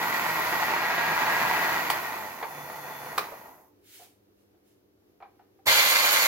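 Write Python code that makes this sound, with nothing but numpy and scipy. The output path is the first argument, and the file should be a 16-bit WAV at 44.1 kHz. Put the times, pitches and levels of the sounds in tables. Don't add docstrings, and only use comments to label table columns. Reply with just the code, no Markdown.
import sys
import numpy as np
from scipy import signal
from scipy.fft import rfft, irfft
from scipy.io import wavfile
from scipy.ndimage import uniform_filter1d, map_coordinates

SR = 44100
rng = np.random.default_rng(int(sys.argv[2]) if len(sys.argv) > 2 else 0)


def digitize_waveform(pressure):
    field = np.atleast_2d(pressure).T
    bounded = np.clip(field, -1, 1)
    quanta = np.round(bounded * 32767).astype(np.int16)
    wavfile.write(sys.argv[1], SR, quanta)


N = 276507

# f/Hz, level/dB
ROOM_SPECTRUM = [(20, -30.5), (60, -14.5), (100, -3.5), (150, -18.5), (260, -8), (380, -1.5), (550, -14),
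                 (1000, -24), (2500, -32), (6000, -35.5), (8500, -43), (13000, -30.5), (15700, -36)]
# f/Hz, level/dB
HUM_PARTIALS = [(102.3, -79.5), (145.3, -87.5), (199.2, -77.5), (296.1, -73.5)]
# t/s, duration/s, level/dB
RUBS = [(3.798, 0.24, -53), (4.3, 0.11, -73), (4.602, .08, -65.5)]
# f/Hz, level/dB
RUB_SPECTRUM = [(530, -34), (900, -12.5), (991, -13), (1070, -19), (1490, -5), (2040, -2), (3190, 0),
                (7860, -3.5), (12300, -1), (16000, -3.5)]
PLASTIC_SPECTRUM = [(60, -23.5), (250, -29.5), (450, -7), (1100, -5), (2300, -9), (4500, -12),
                    (8000, -19.5), (16000, -7.5)]
# f/Hz, width/Hz, gain/dB
PLASTIC_MODES = [(450, 60, 3.7), (618, 60, 1.7), (810, 160, 2.3), (1210, 140, 3.8), (2360, 250, 4.5),
                 (4170, 460, 3.4)]
# t/s, level/dB, cutoff/Hz, ring time/s, hollow note/Hz
CLICKS = [(1.9015, -5.5, 13200, 0.098, 1000), (3.179, -10, 16080, 0.018, 450),
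          (3.1815, -5.5, 9000, 0.042, 1118), (3.191, -16.5, 7060, .13, 460)]
KNOCKS = [(.712, -17, 2530, 0.075, 930), (2.4275, -14, 2300, 0.14, 910), (2.699, -21.5, 1980, 0.049, 1214),
          (3.321, -19, 760, 0.096, 597), (3.995, -37.5, 890, 0.32, 714), (4.545, -54, 1995, 0.12, 725),
          (5.203, -34.5, 1496, 0.17, 755), (5.224, -29, 1650, 0.15, 771), (5.393, -43.5, 1800, 0.24, 760),
          (5.590, -46, 1500, 0.08, 780)]
# f/Hz, level/dB
GEAR_SPECTRUM_A = [(20, -36.5), (45, -25), (110, -14), (300, -9.5), (550, -4.5), (950, 0.5), (1300, -1.5),
                   (2200, -9.5), (3100, -14.5), (4500, -17.5), (7000, -22), (9000, -47), (16000, -52.5)]
GEAR_SPECTRUM_B = [(20, -42), (60, -35), (150, -27.5), (350, -7.5), (650, -5), (1100, -2), (2200, -1),
                   (3200, -1), (4500, 0), (7000, -10.5), (9000, -21), (16000, -47)]
BRUSH_SPECTRUM_A = [(2000, -13.5), (4000, -14.5), (6500, -4), (8200, -12), (9800, -4), (11000, -4),
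                    (12000, 4), (14000, 3), (16000, -1.5)]
BRUSH_SPECTRUM_B = [(3000, -23.5), (6500, -0.5), (8000, -3.5), (10000, -0.5), (11300, 0), (12000, 6.5),
                    (13500, -0.5), (16000, -3)]
# f/Hz, width/Hz, gain/dB
HOUSING_MODES_A = [(558, 130, -4.5), (624.6, 20, 7), (867, 51, 4), (952, 100, 3.5), (1040, 70, 0),
                   (1293, 160, -5), (1410, 130, 3.5), (1700, 62, -6.5), (1925, 190, 9.5), (2437, 540, 6.5),
                   (2750, 790, -1), (4420, 340, 4.5), (5690, 1600, -2.5)]
HOUSING_MODES_B = [(390, 92, -16.5), (515, 64, 4), (1034, 77, 4.5), (1497, 79, 6), (2072, 110, 9),
                   (2274, 290, 6), (2920, 200, -0.5), (5540, 530, -5.5), (5880, 250, 5), (6910, 260, 9)]
# order, level/dB
UNBALANCE_TONES_A = [(1, -13.5), (2, -14.5)]
COMMUTATOR_TONES_A = [(24, -28.5), (36, -25), (48, -23), (60, -22), (72, -20.5), (80, -21), (96, -24)]
LOW_SETTING_TONES_A = [(2, -13), (7, -8), (9, -10), (12, -8), (48, -15.5), (60, -17.5), (72, -27),
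                       (84, -17), (96, -25), (144, -17)]
MOTOR_TONES_B = [(1, -30), (3, -13.5), (6, -18), (12, -10), (19, -21), (36, -26)]
# t/s, closeness gain/dB, hiss gain as the vents face the listener/dB
HOLD_A = [(0, -0.5, 2), (.6, -.5, 2.5), (.76, -1, -2), (1.5, 1, 0.5), (2.3, -2, 3.5), (3.1, 0, 2)]

CURRENT_PEAKS_HZ = 100
INITIAL_HZ, FREE_HZ, LOW_HZ = 159.8, 164.1, 72.5
RUNS_FREE_S, TURNED_DOWN_S, SWITCHED_OFF_S = .58, 1.746, 3.211
TIME = np.arange(N) / SR


def undb(db):
    return 10 ** (np.asarray(db) / 20)


def since(start):
    return np.maximum(TIME - start, 0)


def ramp(start, length):
    return np.minimum(since(start) / length, 1)


def drift(rate):
    count = int(rate * N / SR) + 4
    smooth = signal.resample(rng.standard_normal(count), count * 8)
    return np.interp(TIME * 8 * rate, np.arange(len(smooth)), smooth)


def colour(x, spectrum, modes=(), size=8192):
    f = np.arange(size // 2 + 1) * SR / size + 1
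    hz, db = np.transpose(spectrum)
    db = np.interp(np.log(f), np.log(hz), db)
    for centre, width, lift in modes:
        db = db + lift / (1 + (2 * (f - centre) / width) ** 2)
    cepstrum = irfft(np.log(undb(db)))[:size // 2]
    cepstrum[0] /= 2
    return signal.oaconvolve(x, irfft(np.exp(rfft(2 * cepstrum, size))))[:N]


def band(x, hz, kind, order=2):
    sections = signal.butter(order, np.clip(hz, 10, .45 * SR), kind, fs=SR, output="sos")
    return signal.sosfilt(sections, x)


def unit(x, band_hz=None):
    return x / np.std(x if band_hz is None else band(x[:SR], band_hz, "bandpass", order=4))


def kitchen(x, wet_db, left_db, lag_s, spread=.7, wall_t60=.36, counter_t60=.13):
    t = np.arange(SR // 3) / SR
    noise = rng.standard_normal((3, len(t))) * (t > .001)
    tails = noise * undb(-60 * t / np.array([[wall_t60], [wall_t60], [counter_t60]]))
    walls, walls_side, counter = tails / np.linalg.norm(tails, axis=1, keepdims=True)
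    mid = (t == 0) + undb(wet_db) * walls
    mid = mid - (1 - np.sqrt(1 - spread ** 2)) * band(mid, 1800, "highpass", order=1)
    side = spread * band(counter, 1800, "highpass", order=1) + .65 * undb(wet_db) * walls_side
    left = np.pad(mid + side, (round(lag_s * SR), 0))
    left = left + (undb(left_db) - 1) * band(left, 3200, "highpass", order=1)
    return np.array([signal.oaconvolve(x, path)[:N] for path in (left, mid - side)])


def room():
    mid, side = (colour(rng.standard_normal(N), ROOM_SPECTRUM) for _ in range(2))
    side = (.35 * side + 1.1 * band(side, 900, "highpass", order=1)) / mid.std()
    air = (unit(mid) + side * np.array([[1], [-1]])) * undb(-66.5 + .83 * drift(9))
    hum = sum(undb(db + 2 * drift(2.9)) * np.sin(2 * np.pi * hz * TIME) for hz, db in HUM_PARTIALS)
    return air + hum


def rubs(attack_s=.096, release_db_per_s=210):
    pressure = sum(ramp(start, attack_s) ** 2 * undb(db - release_db_per_s * since(start + length))
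                   for start, length, db in RUBS)
    return pressure * undb(1.1 * drift(30)) * unit(colour(rng.standard_normal(N), RUB_SPECTRUM))


def blows(rows, crack_db, crack_s, hollow_db, hollow_width_hz):
    force, t = np.zeros(N), np.arange(SR // 4) / SR
    for start, db, contact_hz, ring_s, hollow_hz in rows:
        envelope = undb(crack_db - 60 * t / crack_s) + undb(-60 * t / ring_s)
        hit = rng.standard_normal(len(t)) * envelope
        hollow_band = hollow_hz + hollow_width_hz * np.array([-.5, .5])
        hit = hit + undb(hollow_db) * band(hit, hollow_band, "bandpass", order=1)
        i = int(start * SR)
        force[i:i + len(t)] += undb(db) * band(hit, contact_hz, "lowpass")[:N - i]
    return colour(force, PLASTIC_SPECTRUM, PLASTIC_MODES)


def handling():
    clicks = undb(-5.5) * blows(CLICKS, crack_db=7, crack_s=.012, hollow_db=7, hollow_width_hz=130)
    knocks = undb(-1.5) * blows(KNOCKS, crack_db=-4.5, crack_s=.007, hollow_db=11, hollow_width_hz=67)
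    impacts = kitchen(clicks + knocks, wet_db=-9, left_db=-5, lag_s=23e-6, spread=.63, counter_t60=.07)
    return impacts + kitchen(rubs(), wet_db=-7.5, left_db=-1, lag_s=76e-6)


def rotor(speed, flutter):
    return np.cumsum(speed * (1 + flutter * drift(14))) / SR


def tones(turns, orders, waver_db):
    return sum(np.sqrt(2) * undb(db + waver_db * drift(12))
               * np.sin(2 * np.pi * (order * turns + rng.random())) for order, db in orders)


def brushes(turns, spectrum, scrape_db, bar_depth, mains_depth):
    bumps = rng.standard_normal(256)
    scrape = map_coordinates(bumps, [turns % 1 * len(bumps)], order=3, mode="grid-wrap")
    sparks = rng.standard_normal(N) * (1 + bar_depth * np.sin(2 * np.pi * 6 * turns))
    current = 1 + mains_depth * np.cos(2 * np.pi * CURRENT_PEAKS_HZ * TIME)
    hiss = colour((sparks + undb(scrape_db) * scrape) * current, spectrum)
    return unit(hiss, (9000, 15500))


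def gears(turns, soft_gain, hard_gain, spectrum, modes,
          ticks_per_s, scatter_db, rotor_depth, throb_db, split_hz):
    ticks = (rng.random(N) < ticks_per_s / SR) * rng.choice([-1, 1], N)
    ticks = ticks * undb(scatter_db * rng.standard_normal(N))
    beater_turns = turns / 12
    rotor_pulse = 1 + rotor_depth * np.sin(2 * np.pi * turns)
    throb = undb(throb_db * (np.sin(2 * np.pi * beater_turns) + drift(50)))
    rattle = colour(ticks * rotor_pulse * throb, spectrum, modes)
    soft, hard = unit(rattle, (500, 1300)), unit(rattle, (1500, 5000))
    soft = band(band(soft, split_hz, "lowpass"), split_hz, "lowpass")
    hard = band(band(hard, split_hz, "highpass"), split_hz, "highpass")
    return soft_gain * soft + hard_gain * hard


def second_mixer(start_s=5.653, full_speed_hz=362, spin_up_s=.033, surge_s=.19):
    age, on = since(start_s), ramp(start_s, .017) ** 2
    spun_up = 1 - np.exp(-age / spin_up_s)
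    turns = rotor(full_speed_hz * spun_up, flutter=.003)
    surge = np.exp(-age / surge_s)
    soft = on * undb(-31 + 2.7 * surge)
    hard = on * undb(-23.5 + 3 * surge) * np.sqrt(spun_up)
    brush = on * undb(-30 + 2.5 * surge)
    rasp_gain = undb(4.5) * spun_up * np.exp(-age / .14)
    sparking = undb(1.7 + 1.3 * drift(35))
    whirr = 0
    for side in range(2):
        rattle = gears(turns, soft, hard, GEAR_SPECTRUM_B, HOUSING_MODES_B,
                       ticks_per_s=2203, scatter_db=2, rotor_depth=.31, throb_db=1, split_hz=1040)
        rasp = rasp_gain * band(rattle, (2940, 4250), "bandpass", order=1)
        hiss = brush * brushes(turns, BRUSH_SPECTRUM_B, scrape_db=-10, bar_depth=.19, mains_depth=.74)
        whirr += kitchen(rattle + rasp + sparking * hiss, wet_db=-9.5, left_db=-6, lag_s=140e-6)
    whine = brush * tones(turns, MOTOR_TONES_B, waver_db=2.5)
    inrush_hum = on * undb(-44.5) * np.exp(-age / .09) * np.sin(2 * np.pi * CURRENT_PEAKS_HZ * age)
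    tonal = kitchen(whine + inrush_hum, wet_db=-5, left_db=-1, lag_s=113e-6, spread=.18)
    return whirr / np.sqrt(2) + tonal


def first_speed(braking_hz_per_s=130):
    high = INITIAL_HZ + (FREE_HZ - INITIAL_HZ) * ramp(RUNS_FREE_S, .18)
    driven = np.maximum(high - braking_hz_per_s * since(TURNED_DOWN_S), LOW_HZ)
    return np.maximum(driven - braking_hz_per_s * since(SWITCHED_OFF_S), 0)


def first_mixer(stall_hz=11, load_change_s=.19):
    speed = first_speed()
    hold_s, *hold_db = np.transpose(HOLD_A)
    close_db, vents_db = (np.interp(TIME, hold_s, db) for db in hold_db)
    turns = rotor(speed, flutter=.0013)
    moving = np.minimum(speed / stall_hz, 1)
    coasting = uniform_filter1d(1. * (np.gradient(speed) < 0), int(load_change_s * SR))

    def speed_law(db, power, coast_db):
        return moving * undb(db + close_db + coast_db * coasting) * (speed / FREE_HZ) ** power

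    soft = speed_law(-31, power=1.27, coast_db=-1.2)
    hard = speed_law(-29, power=2.35, coast_db=-1)
    brush = speed_law(-40, power=1.34, coast_db=-1.7) * undb(vents_db)
    fan = speed_law(-39, power=9, coast_db=-1) * ramp(RUNS_FREE_S, .23) ** 2
    whirr = 0
    for side in range(2):
        rattle = gears(turns, soft, hard, GEAR_SPECTRUM_A, HOUSING_MODES_A,
                       ticks_per_s=1707, scatter_db=1.5, rotor_depth=.26, throb_db=.6, split_hz=970)
        hiss = brush * brushes(turns, BRUSH_SPECTRUM_A, scrape_db=-7, bar_depth=.48, mains_depth=.13)
        whirr += kitchen(rattle + undb(.8) * hiss, wet_db=-9, left_db=-4.2, lag_s=91e-6)
    low_setting = (speed < 1.1 * LOW_HZ) * (1 - coasting)
    high_setting = np.clip((speed / LOW_HZ - 1) * 10, 0, 1)
    unbalance = (speed / FREE_HZ) ** 2 * tones(turns, UNBALANCE_TONES_A, waver_db=2)
    bar_whine = high_setting * tones(turns, COMMUTATOR_TONES_A, waver_db=2.5)
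    low_whine = low_setting * tones(turns, LOW_SETTING_TONES_A, waver_db=3)
    fan_whine = fan * tones(turns, [(10, -1)], waver_db=2.1)
    tonal = brush * (unbalance + bar_whine + low_whine) + fan_whine
    return whirr / np.sqrt(2) + kitchen(tonal, wet_db=-14, left_db=-2, lag_s=20e-6, spread=.45)


def scene():
    return first_mixer() + second_mixer() + handling() + room()


def record(dry, cutoff_hz=15850):
    return signal.sosfilt(signal.ellip(10, .2, 80, cutoff_hz, fs=SR, output="sos"), dry)


dry = scene()
out = record(dry)
digitize_waveform(out)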